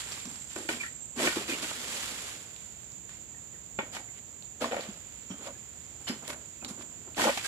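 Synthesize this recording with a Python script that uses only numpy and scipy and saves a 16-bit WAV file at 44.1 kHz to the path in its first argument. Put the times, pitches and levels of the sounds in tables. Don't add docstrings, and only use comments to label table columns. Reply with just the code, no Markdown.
import sys
import numpy as np
from scipy import signal
from scipy.fft import rfft, irfft, next_fast_len
from scipy.io import wavfile
from scipy.ndimage import uniform_filter1d

SR = 44100
rng = np.random.default_rng(int(sys.argv[2]) if len(sys.argv) > 2 else 0)


def dump(signal):
    limited = np.clip(np.atleast_2d(signal).T, -1, 1)
    pcm = np.round(limited * 32767).astype(np.int16)
    wavfile.write(sys.argv[1], SR, pcm)


def level_to_linear(level):
    exponent = np.asarray(level, float) / 20
    return 10 ** exponent


N = 329427
FAST = next_fast_len(N)
RING_T = np.arange(SR // 5) / SR

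# (frequency [Hz], likeness [0-1])
NEAR_LIKENESS = [(200, 0.96), (700, 1), (1400, 0.47), (2500, 0.29), (4000, 0.17), (8000, 0.11)]


def evened(x):
    return x / np.sqrt(np.mean(x ** 2) + 1e-20)


def read(points, hz):
    f, value = np.transpose(points)
    return np.interp(np.log(hz + 1), np.log(f + 1), value)


def add(mix, s, sound):
    part = mix[round(s * SR):][:len(sound)]
    part += sound[:len(part)]


def sine(hz, t):
    return np.sin(2 * np.pi * hz * t)


def at_ports(pair, likeness, colour=((1, 0), (2, 0))):
    hz = np.fft.rfftfreq(FAST, 1 / SR)
    a, b = rfft(pair, FAST) * level_to_linear(read(colour, hz))
    c = np.clip(read(likeness, hz), 0, 1)
    return irfft(np.array([a, c * a + np.sqrt(1 - c ** 2) * b]), FAST)[:, :N]


def slow_noise(seconds):
    span = max(int(seconds * SR), 2)
    return evened(uniform_filter1d(uniform_filter1d(rng.standard_normal(N), span), span))


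def lumpy(spread_db, lump_s):
    lumps = slow_noise(lump_s)
    return rng.standard_normal((2, N)) * level_to_linear(spread_db * lumps)


def air():
    # (frequency [Hz], likeness [0-1])
    far_likeness = [(60, 0.85), (130, 0.7), (300, 0.46), (1500, 0.071), (3000, 0.052)]
    # (frequency [Hz], level [dB per Hz])
    air_colour = [(30, 4.5), (58, -1), (120, -1), (300, -8.5), (700, -14.5), (1200, -19), (2000, -18.5),
                  (3300, -19), (5500, -25), (9000, -33), (12500, -33), (14500, -21.5), (15600, -32)]
    return level_to_linear(-52) * evened(at_ports(lumpy(0.16, 0.29), far_likeness, air_colour))


def cicadas():
    # (drum frequency [Hz], width [Hz], rate [clicks per s], level [dB])
    insects = [(7075, 360, 270, 3), (7160, 84, 352, 7), (6805, 370, 780, 4), (7354, 370, 460, 6.5),
               (7700, 670, 150, -12), (7513, 160, 440, -3)]
    # (time [s], level [dB])
    last_fade = [(0, 14), (1.2, 14.5), (2.2, 3)]
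    out = np.zeros((2, N))
    for hz, width, rate, db in insects:
        wander = evened(uniform_filter1d(rng.standard_normal((2, N)), size=300))
        turns = np.cumsum(rate * (1 + 0.065 * wander), axis=1) / SR
        clicks = np.diff(np.floor(turns), prepend=0) * level_to_linear(2.0 * wander[::-1])
        drive = evened(clicks) + 1.5 * rng.standard_normal((2, N))
        drum = signal.iirpeak(hz, hz / (1.43 * width), SR)
        buzz = level_to_linear(db) * evened(signal.lfilter(*drum, signal.lfilter(*drum, drive)))
        out += buzz
    fade = level_to_linear(np.interp(np.arange(N) / SR, *np.transpose(last_fade)))
    out += buzz * (fade - 1)
    return level_to_linear(-45.5) * evened(out)


def grove(x):
    # (frequency [Hz], t60 [s])
    grove_decay = [(500, 0.083), (4000, 0.28), (12000, 0.019)]
    hz, t, z = signal.stft(rng.standard_normal((2, SR // 2)), SR, nperseg=256)
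    dying = level_to_linear(-60 * t / read(grove_decay, hz)[:, None])
    tail = signal.istft(z * dying, SR, nperseg=256)[1]
    return signal.fftconvolve(x, tail / np.linalg.norm(tail[0]), axes=1)[:, :N]


def leaflet_snaps(out):
    # (time [s], peak level [dB], centre frequency [Hz])
    snaps = [(0.087, -31, 6000), (0.1206, -23, 5100), (.177, -38, 1250), (0.15, -33.5, 4300),
             (0.1744, -28, 5000), (0.2546, -27, 5530), (0.2984, -36, 6000), (0.328, -40, 4500),
             (0.358, -32, 5000), (0.474, -41, 4500), (0.5048, -32, 5500), (.006, -28, 3000),
             (0.018, -35, 2900), (1.2768, -15, 2500), (1.7158, -30, 1380), (1.7124, -35, 920),
             (2.563, -34, 3670), (2.833, -42.5, 3120), (2.919, -37, 6000), (3.0919, -33.5, 1900),
             (3.0936, -40, 1200), (4.4243, -37.5, 3800), (4.611, -34.5, 1440), (4.6198, -35, 4500),
             (4.643, -28, 3500), (4.8083, -28, 4500), (6.0701, -31.5, 1500), (6.2785, -37, 1490),
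             (6.3008, -39, 2080), (6.647, -21.5, 3760), (6.304, -37.5, 1200), (6.33, -36, 1800),
             (6.345, -37, 2500), (.09, -46, 1500), (.258, -48, 1200), (6.81, -36.5, 1300),
             (7.1462, -32, 3160), (7.15, -41, 3600), (7.2146, -19, 1500), (7.374, -25, 2430)]
    t = RING_T
    for s, db, hz in snaps:
        ring = level_to_linear(-60 * t * hz / 9) * sine(hz, t)
        tick = np.convolve(rng.standard_normal(len(t)), ring[:200])[:len(t)]
        tick *= level_to_linear(-60 * t / 0.0051)
        add(out, s, level_to_linear(db + 0.5) * (ring + 0.31 * tick))


def blade_rings(out):
    # (time [s], level [dB], frequency [Hz], t60 [s])
    rings = [(0.797, -35, 2334, 0.07), (.805, -29.5, 2330, 0.081), (1.437, -38, 2500, .06),
             (1.495, -35.5, 2480, .15), (1.52, -30, 2250, 0.073), (1.535, -34, 2800, 0.065),
             (0.84, -34, 1380, 0.036), (0.86, -29, 1900, 0.047), (1.278, -26.5, 1500, .06),
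             (1.325, -30, 1440, .06), (5.308, -41.5, 3150, 0.1), (5.297, -47, 5760, 0.1),
             (6.07, -37, 3000, 0.23), (6.071, -45, 2800, .15), (6.075, -40, 4210, 0.15),
             (6.078, -33.5, 5050, 0.12), (6.085, -51, 7300, 0.23), (6.281, -47, 10150, 0.3),
             (6.279, -44.5, 12000, 0.17), (7.443, -31.5, 1620, 0.12), (7.388, -36, 2400, .06)]
    # (time [s], level [dB], start frequency [Hz], glide [Hz per s])
    squeaks = [(.832, -23, 2020, -17000), (3.34, -45, 1940, -9000), (3.54, -43, 1990, -15000),
               (3.724, -62, 2110, -9000), (4.082, -41, 2130, -9000), (5.55, -47.5, 1725, -6000),
               (6.613, -43.5, 2610, -9000)]
    rise_s, squeak_t60 = 0.0046, 0.058
    t = RING_T
    steady = [row + (0,) for row in rings]
    gliding = [(s, db, hz, squeak_t60, glide) for s, db, hz, glide in squeaks]
    for s, db, hz, t60, glide in steady + gliding:
        rub_phase, rub_level = evened(uniform_filter1d(rng.standard_normal((2, len(t))), size=220))
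        phase = 2 * np.pi * (hz + 0.5 * glide * t) * t + 0.5 * rub_phase
        wave = np.sin(phase) * level_to_linear(2.8 * rub_level)
        add(out, s, level_to_linear(db - 60 * t / t60) * wave * np.minimum(t / rise_s, 1))


def clean_chop(out):
    # (frequency [Hz], level [dB], t60 [s])
    chop_modes = [(220, -2.5, 0.065), (403, 2.5, 0.045), (535, -1, 0.062), (877, -1.5, 0.092),
                  (1097, -3, 0.043), (1400, 0.5, 0.038), (1860, -3, .08), (2230, 3.5, 0.038),
                  (2420, -9, .07), (2920, -9, 0.038), (3483, -13, .08)]
    t = RING_T
    chop = sum(level_to_linear(db - 60 * t / t60) * sine(hz, t) for hz, db, t60 in chop_modes)
    add(out, 3.7875, level_to_linear(-27.5) * chop * np.minimum(t / 0.0013, 1))


def stalk_blows(out):
    # (time [s], peak level [dB], ring [Hz], relative crack level [dB], t60 [s])
    knocks = [(0.562, -29, 358, -10.5, 0.036), (.583, -35, 400, -23, .04), (.603, -33, 326, -19, 0.043),
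              (.651, -36, 328, -17, .05), (.703, -31, 400, -24, 0.025), (0.69, -22, 337, -6, 0.032),
              (1.367, -17.5, 330, -22, 0.032), (1.489, -26, 323, -34, 0.06),
              (1.501, -26.5, 341, -29, 0.037), (1.408, -31, 403, -20, .04), (1.644, -38.5, 320, -2, 0.064),
              (3.803, -26, 894, -34, 0.045), (3.826, -34.5, 290, -25, 0.049),
              (3.967, -30.5, 906, -11, 0.023), (4.61, -32.5, 494, -22, 0.06),
              (4.643, -17, 1055, -21, 0.018), (4.711, -29, 471, -11, 0.11), (4.621, -25, 604, -16, 0.028),
              (4.72, -24.5, 755, -15, .04), (4.73, -20, 530, -25.5, 0.038), (4.743, -19.5, 745, -19, 0.018),
              (4.766, -19.5, 590, -21, 0.031), (4.78, -30, 560, -20, 0.036),
              (4.792, -26.5, 487, -21, 0.036), (5.467, -34.5, 556, -22, 0.093),
              (5.486, -35, 600, -20, 0.044), (6.301, -31, 608, -7.5, 0.029), (6.625, -46, 806, -9, 0.025),
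              (7.374, -26.5, 801, -15.5, 0.026)]
    # (time [s], level [dB], ring [Hz], crack [dB], t60 [s])
    thumps = [(0.254, -32, 210, -27, 0.042), (0.271, -28.5, 250, -36, 0.032), (.735, -37, 243, -6, 0.12),
              (1.521, -28, 302, -24, 0.051), (1.532, -25, 290, -26, 0.038), (4.885, -28.5, 208, -43, 0.061),
              (5.303, -26, 225, -29, 0.039), (5.313, -27, 190, -29, 0.047), (6.096, -19, 237, -19, 0.041),
              (6.111, -34, 215, -30, .12), (6.707, -29, 219, -31, 0.039)]
    # (time [s], level [dB], ring [Hz], crack [dB])
    tears = [(1.168, -29, 258, -27), (1.19, -24.5, 353, -12), (1.214, -30, 365, -11),
             (1.228, -24.5, 333, -16), (1.197, -24, 650, -12), (1.243, -24.5, 358, -9),
             (1.273, -21.5, 327, -4.5), (1.182, -28, 323, -20), (1.204, -24.5, 604, -16),
             (1.236, -26, 477, -14), (1.256, -22.5, 346, -18), (1.281, -27.5, 348, -18),
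             (7.178, -26, 820, -13), (7.196, -22.5, 1000, -12), (7.218, -28.5, 237, 1),
             (7.24, -17.5, 870, -30), (7.251, -18, 522, -15), (7.269, -15, 844, -20),
             (7.283, -25, 1060, -12), (7.292, -17, 540, -9.5), (7.188, -25, 900, -14),
             (7.209, -24, 600, -9), (7.227, -25.5, 400, -13), (7.257, -27, 600, -22),
             (7.298, -22, 598, -18)]
    # (frequency [Hz], level [dB])
    crack_modes = [(620, 3.5), (900, -0.5), (1230, -5), (1500, 5.5), (1890, 13), (2300, 9.5), (2600, 0.5),
                   (3050, 3.5), (3500, -4), (4200, -29), (5000, -30)]
    t = RING_T
    parted = [row + (0.044 * (row[2] / 400) ** -0.3,) for row in tears]
    blows = knocks + thumps + parted
    for (s, db, hz, crack_db, t60), luck in zip(blows, rng.random((len(blows), 2, len(crack_modes)))):
        hold = level_to_linear(-60 * (t / max(t60, 0.005)) ** 1.33) * np.minimum(t * hz / 1.14, 1)
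        overtone = 0.28 if hz < 250 else 0.35
        second_hz = hz * (1.45 + 0.352 * luck[1, 0])
        thud = hold * (sine(hz, t) + overtone * sine(second_hz, t))
        crack = 0
        for (f, d), a, b in zip(crack_modes, *luck):
            fall = level_to_linear(d - 9.4 * a - 60 * t * f ** 0.39 / 0.72)
            crack = crack + fall * np.sin(2 * np.pi * f * (0.97 + 0.05 * b) * t + 6 * a)
        splinters = uniform_filter1d(rng.standard_normal(len(t)), size=4)
        splinters *= 0.21 * level_to_linear(-60 * t / 0.0051)
        add(out, s, level_to_linear(db - 3.5) * (thud + level_to_linear(crack_db - 0.5) * (crack + splinters)))


def impacts():
    out = np.zeros(N)
    stalk_blows(out)
    leaflet_snaps(out)
    clean_chop(out)
    blade_rings(out)
    return at_ports(np.array([out, np.roll(out, 37)]), NEAR_LIKENESS)


def swell(start, db, fall, rise, let_go=1):
    rise, fall = max(rise, 0.001), max(fall, 0.01)
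    t = np.arange(0, rise + 3 * fall, 1 / SR)
    ramp = np.minimum(t / rise, 1)
    return start, (ramp * level_to_linear(db - 20 * (np.maximum(t - rise, 0) / fall) ** let_go)) ** 2


def foliage_curves(frond):
    # (time [s], level [dB], fall [s per 20 dB], brightness [dB])
    raps = [(0.0, -46, 0.31, -5.5), (0.557, -50.5, 0.27, -3), (0.687, -39, 0.1853, -8.5),
            (1.357, -41.5, 0.25, -8), (3.092, -54.5, 0.22, -15), (3.787, -44, 0.12, -35),
            (6.277, -41, -0.04, -3), (6.646, -41, 0, -5.5), (7.373, -34, 0.05, -12.5)]
    # (start [s], level [dB], fall [s per 20 dB], brightness [dB], swell [s])
    drags = [(.06, -47.5, 0.36, -6, 0.064), (.28, -58.5, 0.5, 0, 0.017), (.47, -54, 0.46, -6.5, 0.053),
             (.79, -50.5, 0.15, -4.5, 0.027), (1.154, -33.5, 0.22, -7, 0.1),
             (1.474, -39, 0.31, -8.5, 0.018), (1.619, -43, 0.38, -4.5, 0.0069),
             (3.913, -44.5, 0.08, -8, 0.042), (4.1, -57, -0.07, -17.5, 0.092),
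             (4.6, -40.5, 0.11, -11.5, 0.022), (4.635, -44, 0.14, -14, 0.01),
             (4.706, -45, 0.18, -16, 0.015), (4.76, -48, 0.16, -19, .01), (4.804, -48.5, 0.19, -13, 0.0088),
             (4.9, -62.5, 6, -11.5, 0.027), (5.298, -55.5, 0.06, -14, 0.0088),
             (5.39, -49.5, 0.04, -12, 0.086), (6.0, -64, 1, -1.5, 0.0068), (6.065, -39, 0.09, -10.5, 0.019),
             (6.2, -52, -0.06, -16.5, 0.086), (6.284, -42, 0.03, -9, 0.018), (6.32, -46, -0.17, -10, 0.015),
             (6.679, -53.5, 0.08, 2.5, 0.0068), (6.77, -53, -1, -11, 0.056), (7.155, -38.5, 0.5, -8, 0.031),
             (7.17, -33, 0.2, -9, 0.065), (7.419, -37.5, -3, -6, 0.046)]
    touches = [(0, frond, frond, -5.5)]
    for s, db, fall, bright, rise in [row + (0.00085,) for row in raps] + drags:
        power = swell(s, db, fall, rise)[1]
        quick = swell(s, db, fall * 0.89, rise)[1]
        touches.append((s, power, quick, bright))
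    ribs, leaf, fizz = np.zeros((3, N))
    for s, power, quick, bright in touches:
        add(ribs, s, power)
        add(leaf, s, power * level_to_linear(2 * (-3 + 0.3 * bright)))
        add(fizz, s, quick * level_to_linear(2 * bright))
    return np.sqrt([ribs, leaf, fizz])


def stalk_curves(frond):
    # (start [s], level [dB], fall [s per 20 dB], resonance [Hz], swell [s])
    scrapes = [(.04, -54, 0.4, 376, 0.019), (.2, -53, 0.2, 257, 0.11), (0.559, -42, 0.16, 390, 0.0036),
               (.688, -36, 0.1, 384, 0.017), (.795, -54, 0.2, 310, 0.011), (1.151, -31, 0.12, 445, 0.089),
               (1.2, -36, -0.02, 354, 0.07), (1.357, -34.5, 0.12, 388, 0.0058),
               (1.476, -43.5, 0.57, 344, 0.015), (1.61, -42, -0.95, 370, 0.032),
               (3.788, -43, 0.25, 580, 0.0023), (3.925, -41.5, 0.13, 820, 0.029),
               (4.601, -29.5, 0.11, 620, 0.027), (4.708, -36, 0.19, 610, 0.035),
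               (4.645, -48, 0.32, 755, .004), (4.763, -46, 0.3, 564, 0.0094),
               (5.299, -46, 0.18, 250, 0.0065), (5.38, -46.5, 0.1, 450, 0.043),
               (5.43, -41, 0.07, 600, 0.052), (6.1, -39.5, 0.08, 233, 0.0037),
               (6.273, -40, 0.17, 583, 0.0067), (6.62, -46.5, 0.26, 270, 0.006),
               (6.77, -51, 0.26, 284, 0.012), (7.162, -27.5, 0.16, 700, 0.034),
               (7.19, -25.5, 0.04, 623, 0.094), (7.37, -39, 0.04, 695, 0.0034)]
    further_scrapes = [(3.085, -63, 0.043, 900, .005), (5.997, -48, 0.028, 500, 0.017),
                       (6.067, -39.5, 0.076, 785, 0.013), (6.2, -47, 0.074, 300, 0.038),
                       (6.68, -43, 0.026, 260, 0.019), (7.05, -51.5, 0.073, 350, 0.028)]
    touches = [(0, frond * level_to_linear(2 * -5), 500)]
    for s, db, fall, hz, rise in scrapes + further_scrapes:
        touches.append((*swell(s, db, fall, rise, let_go=0.87), hz))
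    stalk, weighted = np.zeros((2, N))
    for s, power, hz in touches:
        add(stalk, s, power)
        add(weighted, s, power * hz)
    return np.sqrt(stalk), uniform_filter1d(weighted / stalk, size=300)


def rustle(ribs, leaf, fizz):
    # (frequency [Hz], level [dB per Hz])
    rib_colour = [(500, -19), (900, -6), (1400, -1.5), (2400, 2), (3300, 0), (4200, -27)]
    leaf_colour = [(2700, -15.5), (3500, 2.5), (4600, 1.5), (5800, -7), (7000, -25)]
    fizz_colour = [(3240, -20), (5500, -6.5), (7420, 4.5), (9090, -5), (11300, -6.5), (14600, -26),
                   (15500, -23)]
    crackles = (rng.random(N) < 350 / SR) * level_to_linear(1.3 * np.minimum(rng.exponential(1, N), 3))
    grains = lumpy(0.32, 0.014) * (1 + 0.47 * signal.lfilter([1], [1, -0.97], crackles))
    out = ribs * evened(at_ports(grains, NEAR_LIKENESS, rib_colour))
    out += level_to_linear(2.0) * leaf * evened(at_ports(grains, NEAR_LIKENESS, leaf_colour))
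    out += level_to_linear(7.5) * fizz * evened(at_ports(grains, NEAR_LIKENESS, fizz_colour))
    return out * level_to_linear(0.8 * slow_noise(0.015))


def resonate(x, hz, width):
    turn = np.exp(2j * np.pi * np.cumsum(hz * np.ones(N)) / SR)
    r = np.exp(-np.pi * width / SR)
    return 2 * (turn * signal.lfilter([1 - r], [1, -r], x / turn)).real


def scrape(stalk, stalk_hz):
    # (frequency [Hz], level [dB per Hz])
    stalk_colour = [(71, -46), (120, -18), (232, 7), (426, -3.5), (513, -0.5), (687, -1), (1600, -5),
                    (2080, -60), (3520, -120)]
    slips = lumpy(1.9, 0.0041)
    ringing = np.array([resonate(resonate(x, stalk_hz, 330), stalk_hz, 320) for x in slips])
    bass = 3.1 * level_to_linear(-3 * np.maximum(np.log2(stalk_hz / 350), 0))
    body = evened(at_ports(ringing, NEAR_LIKENESS))
    body = body + bass * evened(at_ports(slips, NEAR_LIKENESS, stalk_colour))
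    return level_to_linear(-1.5) * stalk * evened(body)


def strokes():
    # (time [s], level [dB])
    frond_fall = [(1.5, -50.5), (1.66, -53), (1.81, -47), (1.92, -42.5), (2.29, -48), (2.47, -59.5),
                  (2.75, -65), (2.95, -71.5)]
    fall_db = np.interp(np.arange(N) / SR, *np.transpose(frond_fall), left=-150, right=-150)
    frond = level_to_linear(2 * fall_db)
    return rustle(*foliage_curves(frond)) + scrape(*stalk_curves(frond))


def scene():
    blows = impacts()
    return air() + cicadas() + level_to_linear(-9.0) * grove(blows) + blows + strokes()


def top_cut(x):
    return signal.sosfilt(signal.butter(12, 15880, fs=SR, output="sos"), x)


def record(dry):
    # (frequency [Hz], left minus right [dB])
    port_difference = [(1000, 0), (3000, -1.5), (5000, -4), (6300, -7.5), (7400, -17), (8200, -8),
                       (9200, -5), (10500, 17), (12500, 14), (15500, 39)]
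    left_lag_s, edge_hz = 6 / SR, 15450
    hz = np.fft.rfftfreq(FAST, 1 / SR)
    rounded = 0.3 * np.tanh(dry / 0.3)
    ratio = level_to_linear(2 * read(port_difference, hz))
    left = np.sqrt(2 * ratio / (1 + ratio)) * np.exp(-2j * np.pi * hz * left_lag_s)
    right = np.sqrt(2 / (1 + ratio))
    bass_cut = 1 / (1 + (50 / (hz + 1)) ** 19.0) + level_to_linear(-34) * (hz > 18)
    ports = np.array([left, right]) * (hz < edge_hz) * bass_cut
    heard = irfft(rfft(rounded, FAST) * ports, FAST)[:, :N]
    return top_cut(heard)


dry = scene()
out = record(dry)
dump(out)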